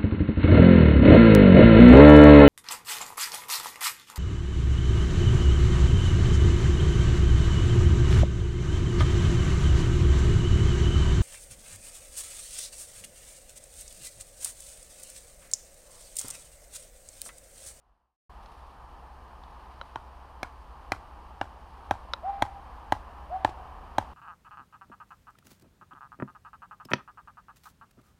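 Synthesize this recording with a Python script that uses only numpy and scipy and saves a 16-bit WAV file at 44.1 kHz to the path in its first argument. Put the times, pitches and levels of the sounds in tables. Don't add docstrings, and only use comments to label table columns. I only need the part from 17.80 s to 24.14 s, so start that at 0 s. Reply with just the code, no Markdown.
import sys
import numpy as np
from scipy import signal
from scipy.fft import rfft, irfft
from scipy.io import wavfile

SR = 44100
rng = np.random.default_rng(int(sys.argv[2]) if len(sys.argv) > 2 else 0)


def materialize(psi):
    bounded = np.clip(np.atleast_2d(psi).T, -1, 1)
    quanta = np.round(bounded * 32767).astype(np.int16)
    wavfile.write(sys.argv[1], SR, quanta)


N = 279390


def amp(db):
    return 10 ** (np.asarray(db) / 20)


def unit_rms(x):
    return x / np.sqrt(np.mean(x ** 2) + 1e-20)


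def burst(x):
    return x / np.sqrt(np.sum(x ** 2) * 50 / SR + 1e-20)


def gain_at(spectrum, hz):
    points_hz, db = np.transpose(spectrum)
    return amp(np.interp(np.log(hz + 1), np.log(points_hz + 1), db))


def add(mix, s, sound):
    part = mix[max(round(s * SR), 0):][:len(sound)]
    part += sound[:len(part)]


def noise(spectrum):
    hz = np.fft.rfftfreq(N, 1 / SR)
    return unit_rms(irfft(rfft(rng.standard_normal(N)) * gain_at(spectrum, hz), N))


def drift(rate_hz):
    hz = np.fft.rfftfreq(N, 1 / SR)
    return unit_rms(irfft(rfft(rng.standard_normal(N)) * np.exp(-(hz / rate_hz) ** 2), N))


def colour(x, spectrum, size=2048):
    log_gain = np.log(gain_at(spectrum, abs(np.fft.fftfreq(size, 1 / SR))))
    response = np.fft.ifft(np.exp(np.conj(signal.hilbert(log_gain)))).real
    return signal.fftconvolve(x, response[:size // 2])[:len(x)]


def scatter(x, t60, onset_s, spectrum):
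    t = np.arange(min(len(x), 2 * SR)) / SR
    onset = 1 - np.exp(-(t / onset_s) ** 2)
    tail = rng.standard_normal(len(t)) * np.exp(-np.log(1000) * t / t60) * onset
    return signal.fftconvolve(x, colour(tail / np.linalg.norm(tail), spectrum))[:len(x)]


# frequency in Hz, relative level in dB.
WIND_SPECTRUM = [(10, -17), (25, -7), (47, 0), (58, 0.5), (70, -12.5), (84, -16), (110, -15.5), (160, -25),
                 (400, -41.5), (1000, -70.5)]
HUM_SPECTRUM = [(60, -11), (170, -7.5), (280, -9.5), (400, -10), (600, -8), (820, 0.5), (1050, -.5),
                (1250, -5), (1400, -12), (1750, -14.5), (2100, -22.5), (3050, -21.5), (3500, -31),
                (8000, -45)]
LEAF_SPECTRUM = [(800, -24), (2500, -5), (3100, 1.5), (3500, -1.5), (4600, 1.5), (6000, -6.5),
                 (7500, -10.5), (10600, -9.5), (12000, -16), (14500, -13), (16000, -28)]

def air():
    t = np.arange(N) / SR
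    swell = amp(0.77 * np.maximum(t - 1.98, 0))
    wind = amp(-52 + 0.256 * drift(6)) * noise(WIND_SPECTRUM)
    hum = amp(-51.5 + 0.5 * drift(3.6)) * noise(HUM_SPECTRUM)
    engine_hz = 63.6 + 1.15 * t
    engine = amp(-55 + 1.15 * drift(6)) * unit_rms(np.sin(2 * np.pi * np.cumsum(engine_hz) / SR))
    leaves = amp(-73 + 0.44 * drift(25)) * noise(LEAF_SPECTRUM)
    whine_hz = 8640 + 4 * drift(18)
    whine = amp(-88) * unit_rms(np.sin(2 * np.pi * np.cumsum(whine_hz) / SR))
    return swell * (wind + hum + engine) + leaves + whine


def air_fader(fade_from_s=0.086, silent_s=0.37, cut_in_s=0.494):
    t = np.arange(N) / SR
    opening = amp(-20) * np.clip((silent_s - t) / (silent_s - fade_from_s), 0, 1)
    return opening + np.clip((t - cut_in_s) / 0.0037, 0, 1)


# frequency in Hz, relative level in dB.
CANVAS_SPECTRUM = [(1500, 7), (3200, 6), (4600, 4.5), (5600, -2.5), (7500, -12.5), (10000, -6), (11000, -4),
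                   (12200, -26), (15000, -13)]
# start in seconds, length in seconds, level in dB, tilt in dB per octave.
BRUSHES = [(.52, 0.48, -69.5, 0.5), (1.575, 0.63, -67.5, -2.5), (3.822, 0.57, -71, -0.5)]

def rustles(edge_s=0.1):
    t, out = np.arange(N) / SR, np.zeros(N)
    for s, length, db, tilt_db in BRUSHES:
        level = amp(db) * np.clip(np.minimum(t - s, s + length - t) / edge_s, 0, 1)
        out += level * noise([(hz, band_db + tilt_db * np.log2(hz)) for hz, band_db in CANVAS_SPECTRUM])
    grains = amp(2.7 * drift(60))
    return out * grains


# start in seconds, time to the peak in seconds, top pitch in Hz, peak level in dB.
HOOT_CALLS = [(4.424, .076, 806, -28), (5.493, 0.069, 770.7, -30)]

def hoots(attack_s=0.031, swell_db_per_s=88, release_db_per_s=518):
    calls = np.zeros(N)
    waver = drift(93)
    rasp = noise([(300, -24.5), (700, 8), (1200, 4), (2000, -9.5),
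                  (2600, -17), (4000, -24.5), (9000, -53)])
    for s, peak_s, top_hz, db in HOOT_CALLS:
        t = np.arange(0, 2 * peak_s, 1 / SR)
        hz = top_hz * (1 - 0.3576 * np.exp(-t / 0.02204))
        below_peak_db = np.maximum(swell_db_per_s * (peak_s - t), release_db_per_s * (t - peak_s))
        level = np.minimum(t / attack_s, 1) ** 1.1 * amp(db - below_peak_db)
        phase = 2 * np.pi * np.cumsum(hz * (1 + 0.0087 * waver[:len(t)])) / SR
        tone = np.sin(phase) + amp(-34.5) * np.sin(2 * phase) + amp(-44) * np.sin(3 * phase)
        add(calls, s, level * (unit_rms(tone) + amp(-17) * rasp[:len(t)]))
    return calls + scatter(calls, t60=1.12, onset_s=0.034, spectrum=[(500, -5.5), (780, -6), (2400, 4)])


# delay in seconds, relative level in dB.
NEAR_ECHOES = [(.0068, -21.5), (.0178, -40), (.0285, -19.5), (.0415, -22)]

def garden(x, wet_db):
    echoes = np.zeros(len(x))
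    dulled = colour(x, [(100, -23), (900, 0.5), (3000, -11.5), (12000, -4.5)])
    for delay, db in NEAR_ECHOES:
        add(echoes, delay, amp(db) * dulled)
    shrubs = scatter(x, t60=0.077, onset_s=0.0042, spectrum=[
        (100, -16), (400, -15.5), (850, -23), (1700, -18.5), (3300, -23.5), (8000, -29), (15000, -22)])
    trees = scatter(x, t60=0.62, onset_s=0.029, spectrum=[
        (100, -29), (850, -32.5), (3000, -36), (12000, -28)])
    return x + amp(wet_db) * (echoes + shrubs + trees)


def ring(modes, pitch, rise_s, detune):
    t, out = np.arange(SR // 2) / SR, 0
    for k, (hz, db, t60) in enumerate(modes):
        spot_db, shift = rng.uniform(-1.4, 1, 2)
        wave = np.sin(2 * np.pi * hz * pitch * (1 + detune * shift) * t)
        out += (-1) ** k * amp(db + spot_db) * np.exp(-np.log(1000) * t / t60) * wave
    return burst(out * (1 - np.exp(-(t / rise_s) ** 2)))


def crack(spectrum, decay_s):
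    t = np.arange(SR // 2) / SR
    return burst(colour(rng.standard_normal(len(t)) * np.exp(-t / decay_s), spectrum))


# untuned mode in Hz, relative level in dB, t60 in seconds.
STICK_MODES = [(580, -12.5, 0.039), (983, -9.5, 0.034), (1420, 3.5, 0.014), (2185, -8.5, 0.0071),
               (3180, -1, 0.0078), (4150, -13.5, 0.029)]
# frequency in Hz, relative level in dB.
SNAP_SPECTRUM = [(400, -22), (2400, -7), (3100, 1.5), (3900, 4.5), (4500, -2), (5300, -5.5), (6400, -14),
                 (8000, -32), (9600, -26), (12000, -40), (15000, -47)]
# start in seconds, body and snap levels in dB before their trims.
STICK_HITS = [(0.66, -63, -61.5), (1.637, -67, -63), (2.0133, -40.5, -59), (4.3356, -32.5, -33.5)]

def clacks():
    out = np.zeros(N)
    for s, body_db, snap_db in STICK_HITS:
        body = amp(body_db + 0.2) * ring(STICK_MODES, pitch=0.96, rise_s=0.00061, detune=0.008)
        snap = amp(snap_db - 0.8) * crack(SNAP_SPECTRUM, decay_s=0.0017)
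        add(out, s, garden(body + snap, wet_db=-8))
    return out


# frequency in Hz, relative level in dB.
SOIL_SPECTRUM = [(400, 1), (1500, 9.5), (3000, 3.5), (4600, 0), (6500, -6), (8000, -7), (11000, -14.5),
                 (15000, -22)]

def scrape(decay_s):
    age = np.arange(SR // 2) / SR / decay_s
    friction = rng.standard_normal(len(age)) * np.sqrt(age) * np.exp(-age)
    return burst(colour(friction, SOIL_SPECTRUM))


# untuned mode in Hz, relative level in dB, t60 in seconds.
TURF_MODES = [(101.8, -6.5, 0.11), (290.7, 5, 0.021)]

def thud(pitch, rise_s, detune):
    return ring(TURF_MODES, pitch, rise_s, detune)


def slip(start_s=5.6907):
    out = np.zeros(N)
    turf = amp(-47) * thud(pitch=1.22, rise_s=0.0014, detune=0.04)
    soil = amp(-56) * scrape(decay_s=0.0065)
    add(out, start_s, garden(turf + soil, wet_db=-6))
    return out


def slap(width_s):
    age = np.arange(SR // 2) / SR / width_s
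    return burst(age ** 2 * (age - 3) * np.exp(-age))


# untuned mode in Hz, relative level in dB, t60 in seconds.
HEAD_MODES = [(586, -5, 0.018), (851.4, 3, 0.023), (1026, -1.5, 0.018)]
PEG_MODES = [(1260, 1.5, 0.02), (1587, -2.5, 0.029), (1856, 4.5, .018), (2000, -6.5, 0.016),
             (2550, -4, 0.011), (3170, -5, 0.017), (4104, -3, 0.0083), (4290, -7, 0.0083),
             (5870, -14.5, 0.0058)]
# frequency in Hz, relative level in dB.
CRACK_SPECTRUM = [(500, -2.5), (2000, 10.5), (4000, 2), (4700, -14), (5600, 2), (6600, 0), (7700, -11),
                  (8800, -6), (11000, -8.5), (12500, -17), (15500, -13)]
# start in seconds, force in dB, glance from
# 0 (square) to 1 (off the edge), crack in dB relative to the force, pitch factor of head and turf,
# pitch factor of the peg, tilt of the peg in dB per octave.
MALLET_BLOWS = [(2.1579, -43.5, 0.045, -11.5, 1.07, 0.96, 3), (2.6306, -35.5, 1, -11.5, 0.9, 1.32, -3),
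                (3.1199, -30.5, 0.81, -9, 0.93, 1.31, 0), (3.6132, -34.5, 0.35, -15.5, 0.94, 0.92, 4),
                (4.11, -31.5, 0.06, -11.5, 0.94, .98, -5), (4.6226, -30, 0.06, -5.5, .97, 1.01, 2),
                (5.1222, -30.5, 0, -8, 0.971, 1.024, 0), (5.6476, -29.5, 0, -14, 0.99, 1.004, 0),
                (6.1829, -31, 0, -10, 0.97, 0.97, 0.5)]

def mallet(rebound_s=0.015, bite_db_per_blow=2):
    out = np.zeros(N)
    for count, (s, force_db, glance, crack_db, head_pitch, peg_pitch, tilt_db) in enumerate(MALLET_BLOWS):
        modes = [(hz, db + tilt_db * np.log2(hz / PEG_MODES[0][0]), t60) for hz, db, t60 in PEG_MODES]
        contact = amp(crack_db) * crack(CRACK_SPECTRUM, decay_s=0.0027) + amp(-2) * slap(width_s=0.00013)
        peg = amp(-1.7) * ring(modes, peg_pitch, rise_s=0.00028, detune=0.041)
        knock = amp(9 - 12.5 * glance) * ring(HEAD_MODES, head_pitch, rise_s=0.0013, detune=0.0044)
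        turf = amp(-1.5 - 7 * glance) * thud(head_pitch, rise_s=0.0019, detune=0.027)
        blow = contact + peg + knock - turf
        rebound = ring(PEG_MODES[:2], pitch=0.87, rise_s=0.00094, detune=0.078)
        add(blow, rebound_s, amp(-8 - bite_db_per_blow * count) * rebound)
        blow += amp(-21) * scrape(decay_s=0.025)
        add(out, s, amp(force_db) * garden(blow, wet_db=-1))
    return out


def scene():
    return (mallet() + slip() + clacks() + hoots() + rustles() + air() * air_fader())[None]


def record(dry):
    band_limit_hz = 15600
    lowpass = signal.firwin(511, band_limit_hz, window=("kaiser", 9), fs=SR)
    return signal.oaconvolve(dry, lowpass[None], "same")


dry = scene()
out = record(dry)
materialize(out)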